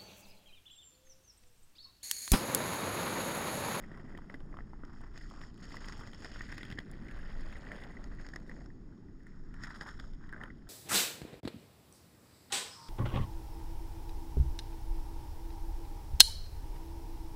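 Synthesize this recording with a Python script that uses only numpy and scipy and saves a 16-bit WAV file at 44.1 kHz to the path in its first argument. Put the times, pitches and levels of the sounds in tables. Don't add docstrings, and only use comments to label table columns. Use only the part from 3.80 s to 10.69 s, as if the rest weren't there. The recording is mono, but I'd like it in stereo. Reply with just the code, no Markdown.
import sys
import numpy as np
from scipy import signal
from scipy.fft import rfft, irfft, next_fast_len
from scipy.io import wavfile
from scipy.ndimage import uniform_filter1d, map_coordinates

SR = 44100
rng = np.random.default_rng(int(sys.argv[2]) if len(sys.argv) > 2 else 0)


def generate_wav(sig):
    pcm = np.round(np.clip(np.atleast_2d(sig).T, -1, 1) * 32767).astype(np.int16)
    wavfile.write(sys.argv[1], SR, pcm)


def decibels_to_gain(level_db):
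    exponent = np.asarray(level_db, float) / 20
    return 10 ** exponent


N = 303849

# start_s, buffet_db, drone_db
WIND_LEVELS = [(0.0, -48, -52.5), (1.15, -47.5, -54.5), (1.48, -44.5, -53.5), (2.01, -49, -54.5),
               (2.09, -44, -53), (2.8, -48, -53.5), (2.99, -47, -48.5), (3.03, -49, -52),
               (3.34, -43, -51.5), (5.05, -47.5, -54), (5.08, -43, -55.5), (5.16, -55, -53),
               (5.31, -43, -54), (5.47, -47.5, -57), (5.82, -43, -52.5), (5.85, -47.5, -56),
               (6.75, -46.5, -53), (6.89, -43.5, -56)]
# frequency_hz, density_db
BUFFET_SPECTRUM = [(8.8, -16), (16, 1.5), (30, -5), (70, -17), (120, -23.5), (160, -36), (260, -120)]
# frequency_hz, density_db
DRONE_SPECTRUM = [(41, -31), (70, -10), (156, -2), (220, -2.5), (312, -5.5), (404, -10.5), (646, -32),
                  (900, -23), (1170, -77), (1980, -120)]
# frequency_hz, likeness (0-1)
DRONE_LIKENESS = [(60, .985), (130, .98), (200, .92), (290, .72), (500, .2), (900, .1)]
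# frequency_hz, level_db
AIR_SPECTRUM = [(200, -90), (600, -53), (1400, -57.5), (2000, -59.5), (2500, -57.5), (3200, -60),
                (4500, -56), (6600, -54), (8500, -56.5), (14000, -52)]
# frequency_hz, left_db, right_db
PORT_RESPONSE = [(80, 0, 0), (200, -2.5, 0), (400, -5, 0), (900, -14.5, -3.5), (1450, -6.5, 0),
                 (1640, -9, -.5), (1820, -4, 0), (1990, -10, 1), (2250, -18.5, -12), (2450, -17, -12.5),
                 (2800, -20.5, -14.5), (3200, -17.5, -11), (3650, -18, -14.5), (4200, -20.5, -21.5),
                 (5150, -15, -12), (5450, -17.5, -11), (5950, -33, -35), (6200, -33, -36),
                 (6550, -18.5, -14), (7000, -20.5, -20.5), (7900, -31, -31), (8900, -31, -28),
                 (9300, -39, -34), (9750, -42, -38), (10050, -35, -27), (11000, -49, -42.5),
                 (11700, -55, -53.5), (12500, -56, -55.5), (13900, -38.5, -33), (14400, -48.5, -43),
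                 (15100, -41, -37.5), (16200, -58, -56)]
# start_s, lag_s
PORT_LAG = [(0, 0.00038), (3.5, 0.00045), (4.6, 0.000471), (6.89, 0.00061)]

# start_s, level_db, pitch_hz
THUMP_EVENTS = [(2.831, -35, 280), (2.902, -35, 190), (2.912, -35, 200), (2.925, -31, 140),
                (2.987, -27.5, 230), (3.148, -36, 300)]
# start_s, level_db, pitch_hz, fizz_over_snap_db
CRACK_EVENTS = [(0.1739, -39, 5380, 17), (0.3748, -34, 3170, 18.5), (0.4971, -42.5, 2760, 20),
                (0.5424, -35.5, 3180, 18), (0.6037, -39.5, 3040, 10), (0.77, -43, 2845, 17),
                (1.0503, -34, 5700, 10), (1.3583, -38, 5500, 7), (1.3762, -22.5, 5630, 3),
                (1.6141, -32, 3300, 14), (1.8278, -36, 5400, -4), (1.8384, -38, 5200, -4),
                (1.9038, -50, 3200, 1), (1.918, -37, 2960, 4), (1.924, -32, 5300, 4), (1.936, -36, 5300, 1),
                (1.942, -32, 4120, 4), (1.954, -32, 5300, 2), (1.9689, -25, 5200, 13), (2.02, -40, 5300, 1),
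                (2.0442, -30, 3030, 6), (2.0851, -19.5, 5400, 8), (2.094, -37, 4800, 4),
                (2.1232, -22.5, 4940, 8), (2.266, -31, 5300, 4), (2.2731, -27, 5640, 4),
                (2.333, -30, 3350, 9), (2.3463, -24.5, 5700, 2), (2.4461, -22.5, 5030, 13),
                (2.5164, -30, 4990, -2), (2.5444, -35, 5050, 0), (2.562, -45, 5100, 4),
                (2.594, -29, 5500, 8), (2.619, -30.5, 5000, 18), (2.647, -47, 5000, 2),
                (2.691, -39, 5000, 16), (2.7187, -25, 5440, 4), (2.724, -27.5, 2800, 16.5),
                (2.741, -35, 3300, 18), (2.7804, -20, 4950, 14), (2.831, -22.5, 3220, 12),
                (2.8514, -31, 3160, 17), (2.865, -44, 5300, 6), (2.8817, -38, 3210, 5),
                (2.9022, -24.5, 3560, 12), (2.914, -25.5, 3500, 13), (2.9247, -23, 3630, 11),
                (2.9888, -19, 3430, 11.5), (3.002, -33, 3400, 12), (3.2838, -36.5, 2920, 13),
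                (3.312, -36, 3050, 20), (3.5679, -39, 3300, 1), (3.7266, -32, 3000, 12.5),
                (3.7684, -39, 3000, 20), (3.8185, -34, 5350, 2), (3.9181, -37, 2950, 21),
                (4.0374, -31.5, 3370, 13), (4.241, -26.5, 5500, 8), (4.413, -34, 5430, 11),
                (4.4653, -25, 6000, 3), (4.4881, -27, 5540, 6), (4.5377, -32, 5370, 13),
                (4.5599, -20, 5950, 7), (4.6954, -39, 5140, 20), (4.8597, -35, 5640, -15),
                (5.178, -44.5, 5540, -3), (5.468, -54, 5400, 31), (5.7406, -39.5, 2840, 18),
                (5.8362, -19, 5730, 1), (5.871, -30, 3740, 12), (5.9057, -44, 5340, 4),
                (6.0108, -19.5, 5300, 1), (6.0888, -27, 4100, 6), (6.1105, -31, 5800, -3),
                (6.131, -47, 5300, 4), (6.168, -50, 5280, 2), (6.191, -38, 3950, 8), (6.1985, -24, 4290, 9),
                (6.3353, -36.5, 3670, 11), (6.4923, -40, 3360, 18), (6.5261, -42, 3650, 25),
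                (6.6361, -29.5, 3090, 17)]
# start_s, level_db, pitch_hz, thud_over_ring_db
STONE_EVENTS = [(0.038, -34, 2020, -13), (0.116, -38, 1980, 6), (0.145, -39.5, 1540, -8),
                (0.175, -37, 1100, -3), (0.198, -37, 1940, -18), (0.247, -46, 1860, 1),
                (0.291, -54, 1900, -15), (0.35, -38, 1900, 2.5), (0.374, -39, 1720, -1),
                (0.388, -29.5, 1140, -12), (0.42, -43, 1380, -4), (0.499, -32.5, 1960, -12),
                (0.501, -34, 1250, -19), (0.542, -30.5, 1720, -5.5), (0.547, -33.5, 1900, -2),
                (0.605, -35.5, 1190, -18), (0.728, -40, 1940, 0), (0.742, -35, 1170, -13),
                (0.77, -33, 1230, -29), (0.789, -31, 1114, -30), (0.806, -36, 1700, -7),
                (0.934, -33.5, 1010, -17), (1.036, -34.5, 1160, -5), (1.068, -51, 1290, -15),
                (1.096, -38.5, 1110, -6), (1.13, -57, 1200, -14), (1.208, -38.5, 800, 1),
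                (1.237, -38, 1130, -3.5), (1.359, -44.5, 1900, 4), (1.411, -41, 2000, -14),
                (1.435, -43, 1830, -12), (1.512, -33.5, 1030, -22), (1.539, -39, 1000, -20),
                (1.636, -38, 1820, -16), (1.92, -37, 2100, -12), (1.943, -30, 1040, -29),
                (1.969, -28, 2030, -26), (2.018, -42, 923, -16), (2.046, -42, 1800, -11),
                (2.076, -38, 2040, -25), (2.095, -42, 1800, -20), (2.125, -40, 2000, -17),
                (2.193, -36, 1090, -11), (2.21, -34, 1110, -13), (2.235, -36, 1640, -16),
                (2.423, -33.5, 1070, -25), (2.445, -35, 1880, -22), (2.455, -31.5, 2080, -24),
                (2.56, -33, 1380, -24), (2.609, -26.5, 1920, -22), (2.637, -41, 1850, -20),
                (2.665, -53, 1930, -20), (2.689, -36, 1900, -20), (2.703, -31, 1880, -20),
                (2.718, -36, 1920, -24), (2.726, -31, 2000, -15), (2.741, -37, 2000, -18),
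                (2.77, -39, 2000, -20), (2.782, -28, 1960, -25), (2.81, -28.5, 1960, -17),
                (2.831, -29, 2000, -20), (2.851, -39, 1930, -16), (2.882, -43, 1880, -20),
                (2.902, -49, 1850, -15), (2.913, -40, 1860, -22), (2.926, -39, 1900, -15),
                (2.975, -34, 1870, -21), (2.986, -26, 1970, -23), (3.002, -44, 1910, -22),
                (3.136, -34, 2220, -9), (3.268, -41, 2080, -14), (3.287, -34, 2220, -20),
                (3.304, -40, 1500, -20), (3.312, -42, 1890, -23), (3.506, -39, 2000, -20),
                (3.729, -32.5, 2040, -26), (3.756, -34, 1980, -19), (3.87, -32, 2100, -13),
                (3.918, -25, 1950, -18), (4.039, -42, 2000, -1), (4.17, -36, 1980, -13),
                (4.242, -41.5, 1910, -14), (4.316, -41, 1840, -7), (4.386, -41, 1890, -19),
                (4.398, -37.5, 1830, -32), (4.448, -35.5, 1850, -25), (4.536, -32, 1830, -19),
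                (4.562, -29, 1860, -24), (4.695, -35.5, 1950, -2), (4.715, -35.5, 2020, -24),
                (4.765, -44, 1960, -20), (4.807, -44, 1870, -17), (4.835, -55, 1890, -20),
                (4.86, -42, 1230, -14), (4.903, -47, 1850, -25), (5.125, -50, 1500, -25),
                (5.285, -52.5, 1930, -25), (5.405, -50, 1900, -25), (5.427, -53, 1900, -25),
                (5.468, -39.5, 1970, -32), (5.742, -40, 1290, -21), (5.765, -43, 1950, -19),
                (5.788, -45, 1680, -25), (5.809, -53, 1780, -25), (5.821, -44, 1870, -27),
                (5.838, -32, 1800, -30), (5.845, -32, 1720, -22), (5.867, -40, 1330, -31),
                (5.905, -37.5, 1920, -26), (5.943, -33, 1360, -20), (5.958, -44, 1400, -22),
                (6.011, -33.5, 1630, -5), (6.02, -34, 1140, -12), (6.063, -30, 1060, -30),
                (6.089, -44, 1730, -20), (6.11, -53, 1860, -20), (6.14, -51, 1925, -17),
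                (6.192, -38, 1374, -22), (6.201, -34, 1460, -19), (6.241, -43, 1270, -20),
                (6.41, -46, 1340, -19), (6.44, -43, 1430, -19), (6.493, -38.5, 1670, -30),
                (6.46, -45, 1310, -20), (6.527, -30.5, 1590, -9), (6.534, -33, 1610, -15),
                (6.544, -36, 1574, -1), (6.564, -33, 1600, -12), (6.579, -42, 1790, -14),
                (6.606, -34, 974, -15), (6.613, -33, 1760, -14), (6.637, -29, 1630, -27),
                (6.657, -37, 1700, -18.5), (6.675, -47, 1510, -15), (6.703, -37.5, 2030, -14),
                (6.821, -48.5, 1900, -14), (6.871, -45, 1680, -24)]
# start_s, crunch_db, grind_db (coarse), sand_db (fine), hollow_hz
PALM_STROKE = [(0.0, -57.5, -57, -74.5, 1730), (0.22, -57, -59.5, -77, 1730), (0.36, -58, -60.5, -75, 1670),
               (0.45, -65.5, -64, -79, 1310), (0.7, -68.5, -63, -81.5, 1380), (1.0, -64, -72, -86.5, 1170),
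               (1.12, -57, -82, -74.5, 1140), (1.2, -53.5, -66, -73, 1200), (1.32, -62, -77, -76.5, 1300),
               (1.38, -59.5, -69, -66, 1700), (1.52, -59, -75, -67.5, 1050), (1.6, -52, -60, -64, 1510),
               (1.74, -64, -73, -69, 1160), (1.83, -55.5, -65.5, -62.5, 1610),
               (1.98, -60, -60.5, -65, 1460), (2.08, -52, -71, -61, 1150), (2.22, -56, -59, -65, 1200),
               (2.36, -62.5, -62.5, -67, 1640), (2.44, -55.5, -55.5, -62.5, 1820),
               (2.6, -57.5, -65, -66.5, 1850), (2.76, -57.5, -64, -67, 1940), (2.98, -59, -63, -72, 1760),
               (3.04, -58.5, -59.5, -77.5, 1940), (3.24, -56, -54.5, -76, 1960),
               (3.32, -50.5, -56, -71.5, 1820), (3.5, -53, -54.5, -70, 1600), (3.85, -53, -51, -68, 1870),
               (3.95, -47, -48, -67.5, 2200), (4.12, -54.5, -52.5, -71.5, 1960),
               (4.25, -62.5, -54.5, -73, 1680), (4.44, -54.5, -62, -69.5, 1660),
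               (4.55, -67.5, -58, -70, 1810), (4.82, -64.5, -58.5, -71, 1740),
               (4.92, -85.5, -67.5, -82, 1410), (5.34, -89.5, -72, -88.5, 1490),
               (5.48, -61.5, -78, -75, 1870), (5.6, -68, -83, -77, 1320), (5.78, -63, -85, -76, 1380),
               (5.84, -50.5, -77, -60, 1600), (5.9, -52.5, -81, -66, 1260), (5.995, -59, -62, -67.5, 1420),
               (6.015, -49, -63, -62.5, 1300), (6.045, -54, -54, -68, 1150), (6.07, -48.5, -61, -63, 1160),
               (6.14, -60.5, -71, -69, 1370), (6.3, -73.5, -64, -73, 1510), (6.42, -63.5, -79, -77, 1270),
               (6.5, -59.5, -70, -78, 1310), (6.6, -58, -56, -80.5, 1160), (6.66, -53, -56, -78, 1200),
               (6.74, -74, -75, -82.5, 1750), (6.89, -74, -62.5, -83, 1590)]
# start_s, rasp_over_blend_db, dust_over_blend_db, jerkiness (0-1.5)
SOIL_TEXTURE = [(0, -0.5, -15.5, 1.09), (1.2, -3.5, -13.5, 1.1), (1.5, -4.5, -26, 1.1),
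                (2.4, -1, -22.5, 1.1), (2.95, 3, -14.5, 1.09), (3.15, 8, -12.5, .45), (4.1, 3, -15.5, .45),
                (4.4, -2, -25, .9), (5.5, -18, -29, .9), (5.9, -1.5, -10, 1.1), (6.3, -4.5, -23, 1.1),
                (6.89, 4.5, -11, 1.1)]

RASP_SAND, DUST_SAND = 0.92, 0.52
SURGE_DB, SWAY_DB = 1.1, 4
RING_DECAY_S = 0.0013
CREEP, ROLL_KICK = 0.7, 2.2
SLIP_DECAY_S, SLIP_SMOOTH_S = 0.007, 0.005


def unit(x):
    return x / np.sqrt(np.mean(x ** 2) + 1e-20)


def along(points, hz):
    f, *cols = np.transpose(points)
    return np.array([np.interp(np.log(hz + 1), np.log(f + 1), c) for c in cols])


def curves(rows):
    s, *cols = np.transpose(rows)
    return [np.interp(np.arange(N) / SR, s, c) for c in cols]


def wobble(rate):
    knots = rng.standard_normal(int(N * rate / SR) + 4)
    return map_coordinates(knots, [np.arange(N) * rate / SR])


def sides(pan_db):
    return decibels_to_gain(np.array([pan_db / 2, -pan_db / 2]))


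def ported(pair):
    size = 4096
    log_gain = np.log(decibels_to_gain(along(PORT_RESPONSE, np.fft.rfftfreq(size, 1 / SR))))
    cepstrum = irfft(log_gain, size)
    cepstrum[:, 1:size // 2] *= 2
    cepstrum[:, size // 2 + 1:] = 0
    response = irfft(np.exp(rfft(cepstrum)), size)[:, :size // 4]
    return signal.oaconvolve(pair, response, axes=-1)[:, :N]


def above(x, edge_hz):
    return signal.sosfilt(signal.butter(4, edge_hz, "high", fs=SR, output="sos"), x)


def rush(spectrum, alike):
    size = next_fast_len(N)
    hz = np.fft.rfftfreq(size, 1 / SR)
    angle = np.arccos(np.clip(along(alike, hz)[0], -1, 1)) / 2
    coloured = rfft(rng.standard_normal((2, size))) * decibels_to_gain(along(spectrum, hz))
    mid, side = irfft(coloured * [np.cos(angle), np.sin(angle)], size)
    return np.array([mid + side, mid - side])[:, :N]


def wind():
    buffet_db, drone_db = curves(WIND_LEVELS)
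    buffet = unit(rush(BUFFET_SPECTRUM, [(30, 0.985)]))
    buffet = decibels_to_gain(buffet_db + 1.55 * wobble(4.2)) * buffet
    drone = unit(ported(rush(DRONE_SPECTRUM, DRONE_LIKENESS)))
    drone = decibels_to_gain(drone_db + 1.1 * wobble(4.75)) * drone
    air = ported(rush(AIR_SPECTRUM, [(1000, 0.022)]))
    return buffet + drone + air


def grains(s, hz, cycles, gains, spread_s, size=160, phase_rad=None):
    phase, spot = rng.uniform(0, 2 * np.pi, len(s)), 1.52 * rng.standard_normal(len(s))
    if phase_rad is not None:
        phase = np.full(len(s), phase_rad)
    first = np.floor(s * SR).astype(int)
    wander = spot + wobble(11)[np.clip(first, 0, N - 1)]
    lag = np.interp(s, *np.transpose(PORT_LAG)) + spread_s * wander
    start = first[:, None] + np.arange(size)
    out = []
    for gain, late in zip(gains, (np.maximum(lag, 0), 0 * lag)):
        turns = np.maximum(start / SR - (s + late)[:, None], 0) * hz[:, None]
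        onset = -np.expm1(-turns / 0.038)
        decay = np.exp(-turns / np.reshape(cycles, (-1, 1)))
        shape = np.sin(2 * np.pi * turns + phase[:, None]) * decay * onset
        out.append(np.bincount(start.ravel(), (gain[:, None] * shape).ravel(), N + size)[:N])
    return np.array(out)


def thumps():
    s, db, hz = np.transpose(THUMP_EVENTS)
    push = grains(s, hz, 0.81, decibels_to_gain(np.array([db, db])), spread_s=0.00002, size=900, phase_rad=np.pi)
    soft = signal.sosfilt(signal.butter(2, 900, fs=SR, output="sos"), push)
    return ported(soft)


def contacts(table, bed_db, pitch_hz, over_db, spiky_db, scatter, second_db, count):
    draw = rng.random((count, 2))
    colour = rng.standard_normal((count, 2))
    chance = np.cumsum(decibels_to_gain(0.6 * bed_db))
    at = np.minimum(np.searchsorted(chance, draw[:, 0] * chance[-1]), N - 1)
    level_db = bed_db[at] + over_db - spiky_db * np.log(1 - draw[:, 1])
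    hz = pitch_hz[at] * np.exp(scatter * colour[:, 0])
    small = [at / SR, level_db, hz, second_db + 4 * colour[:, 1]]
    rows = np.vstack([table, np.transpose(small)])
    pan_db = -1.5 + 1.94 * rng.standard_normal(len(rows))
    return np.column_stack([rows, pan_db])


def slips(table, step_s, fall_db, count):
    s, db, hz, second_db, pan_db = np.repeat(np.transpose(table), count, axis=1)
    steps = (np.arange(len(s)) % count) * rng.uniform(0.495, 1.35, len(s))
    gains = sides(pan_db) * decibels_to_gain(db - fall_db * steps)
    return s - 0.0006 + step_s * steps, gains, hz, second_db


def cracks():
    sand_db = curves(PALM_STROKE)[2]
    splits = contacts(CRACK_EVENTS, sand_db, 4000 * np.ones(N), over_db=20.0, spiky_db=2.5,
                      scatter=0.16, second_db=18, count=180)
    s, gains, hz, fizz_db = slips(splits, step_s=0.00037, fall_db=-1.0, count=6)
    spread = np.exp(rng.standard_normal((2, len(s))))
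    snap = grains(s, hz * spread[0] ** 0.012, 0.96, gains, spread_s=0.00004)
    fizz_hz = np.minimum(13000 * spread[1] ** 0.1, SR / 2.5)
    fizz = grains(s, fizz_hz, 0.77, gains * decibels_to_gain(fizz_db), spread_s=0.00003)
    return ported(snap + above(fizz, edge_hz=6900))


def stones():
    crunch_db, _, _, hollow_hz = curves(PALM_STROKE)
    rolls = contacts(STONE_EVENTS, crunch_db, hollow_hz, over_db=3.5, spiky_db=3.34,
                     scatter=0.24, second_db=-23, count=140)
    s, gains, hz, thud_db = slips(rolls, step_s=0.001306, fall_db=4.0, count=3)
    spread = np.exp(rng.standard_normal((2, len(s))))
    ring = grains(s, hz * spread[0] ** 0.055, hz * RING_DECAY_S, gains, spread_s=0.00004,
                  size=300, phase_rad=0)
    thud = grains(s, 330 * spread[1] ** 0.21, 0.83, gains * decibels_to_gain(thud_db), spread_s=0.00004, size=300)
    s, gains, hz, _ = slips(rolls, step_s=0.004, fall_db=2.2, count=7)
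    crumb_gain = decibels_to_gain(2.5 * rng.standard_normal(len(s)) - 8)
    crumb_hz = hz * np.exp(0.051 + 0.28 * rng.standard_normal(len(s)))
    crumbs = grains(s, crumb_hz, 1.0, gains * crumb_gain, spread_s=0.00005)
    return ported(ring + thud + crumbs)


def stick_slip(count):
    draw = rng.random((count, 2))
    kicks = np.bincount((draw[:, 0] * N).astype(int), -np.log(1 - draw[:, 1]), N)
    moves = np.array([row[0] for row in STONE_EVENTS + CRACK_EVENTS])
    kicks = kicks + ROLL_KICK * np.bincount((moves * SR).astype(int), minlength=N)
    fading = signal.lfilter([1], [1, -np.exp(-1 / (SLIP_DECAY_S * SR))], kicks)
    return uniform_filter1d(fading, int(SLIP_SMOOTH_S * SR))


def grit(clumps, pitch_hz, scatter, cycles, spiky_db, pan_db, spread_s, count):
    chance = np.cumsum(clumps)
    draw = rng.random((count, 2))
    at = np.minimum(np.searchsorted(chance, draw[:, 0] * chance[-1]), N - 1)
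    hz = np.clip(pitch_hz[at] * np.exp(scatter * rng.standard_normal(count)), 150, SR / 2.5)
    size = decibels_to_gain(-spiky_db * np.log(1 - draw[:, 1])) * rng.choice([-1, 1], count)
    swarm = grains(at / SR, hz, cycles, size * sides(pan_db[at]), spread_s)
    return unit(ported(above(swarm, 0.7 * pitch_hz.min())))


def palms():
    crunch_db, grind_db, sand_db, hollow_hz = curves(PALM_STROKE)
    rasp_over_db, dust_over_db, jerky = curves(SOIL_TEXTURE)
    rasp_db = rasp_over_db + crunch_db + RASP_SAND * (sand_db - crunch_db)
    dust_db = dust_over_db + grind_db + DUST_SAND * (sand_db - grind_db)
    pan_db = SWAY_DB * wobble(13) + 0.5
    surge_db = SURGE_DB * jerky * wobble(13)
    slip = stick_slip(count=200)

    def clumps():
        return (CREEP + jerky ** 2 * slip) * decibels_to_gain(1.6 * jerky * wobble(25))

    flat = np.ones(N)
    grind = grit(clumps(), 650 * flat, scatter=0.33, cycles=0.86, spiky_db=-0.6,
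                 pan_db=0.067 * pan_db, spread_s=0.0001, count=4500)
    crunch = grit(clumps(), hollow_hz, scatter=0.28, cycles=1.87, spiky_db=-1.5,
                  pan_db=0.28 * pan_db, spread_s=0.00005, count=8000)
    rasp = grit(clumps(), 3700 * flat, scatter=0.28, cycles=3.0, spiky_db=-0.5,
                pan_db=0.25 * pan_db, spread_s=0.00003, count=9000)
    sand = grit(clumps(), 6500 * flat, scatter=0.3, cycles=0.6, spiky_db=1.5,
                pan_db=pan_db, spread_s=0.00002, count=10000)
    dust = grit(clumps(), 12500 * flat, scatter=0.27, cycles=0.61, spiky_db=3.0,
                pan_db=0.28 * pan_db, spread_s=0.00002, count=9000)
    levels_db = (grind_db, crunch_db, rasp_db, sand_db, dust_db)
    layers = (grind, crunch, rasp, sand, dust)
    return sum(decibels_to_gain(db + surge_db) * layer for db, layer in zip(levels_db, layers))


def scene():
    return wind() + thumps() + cracks() + stones() + palms()


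def band_limit(x):
    return signal.sosfilt(signal.butter(12, 16470, fs=SR, output="sos"), x)


def record(dry):
    return band_limit(dry)


dry = scene()
out = record(dry)
generate_wav(out)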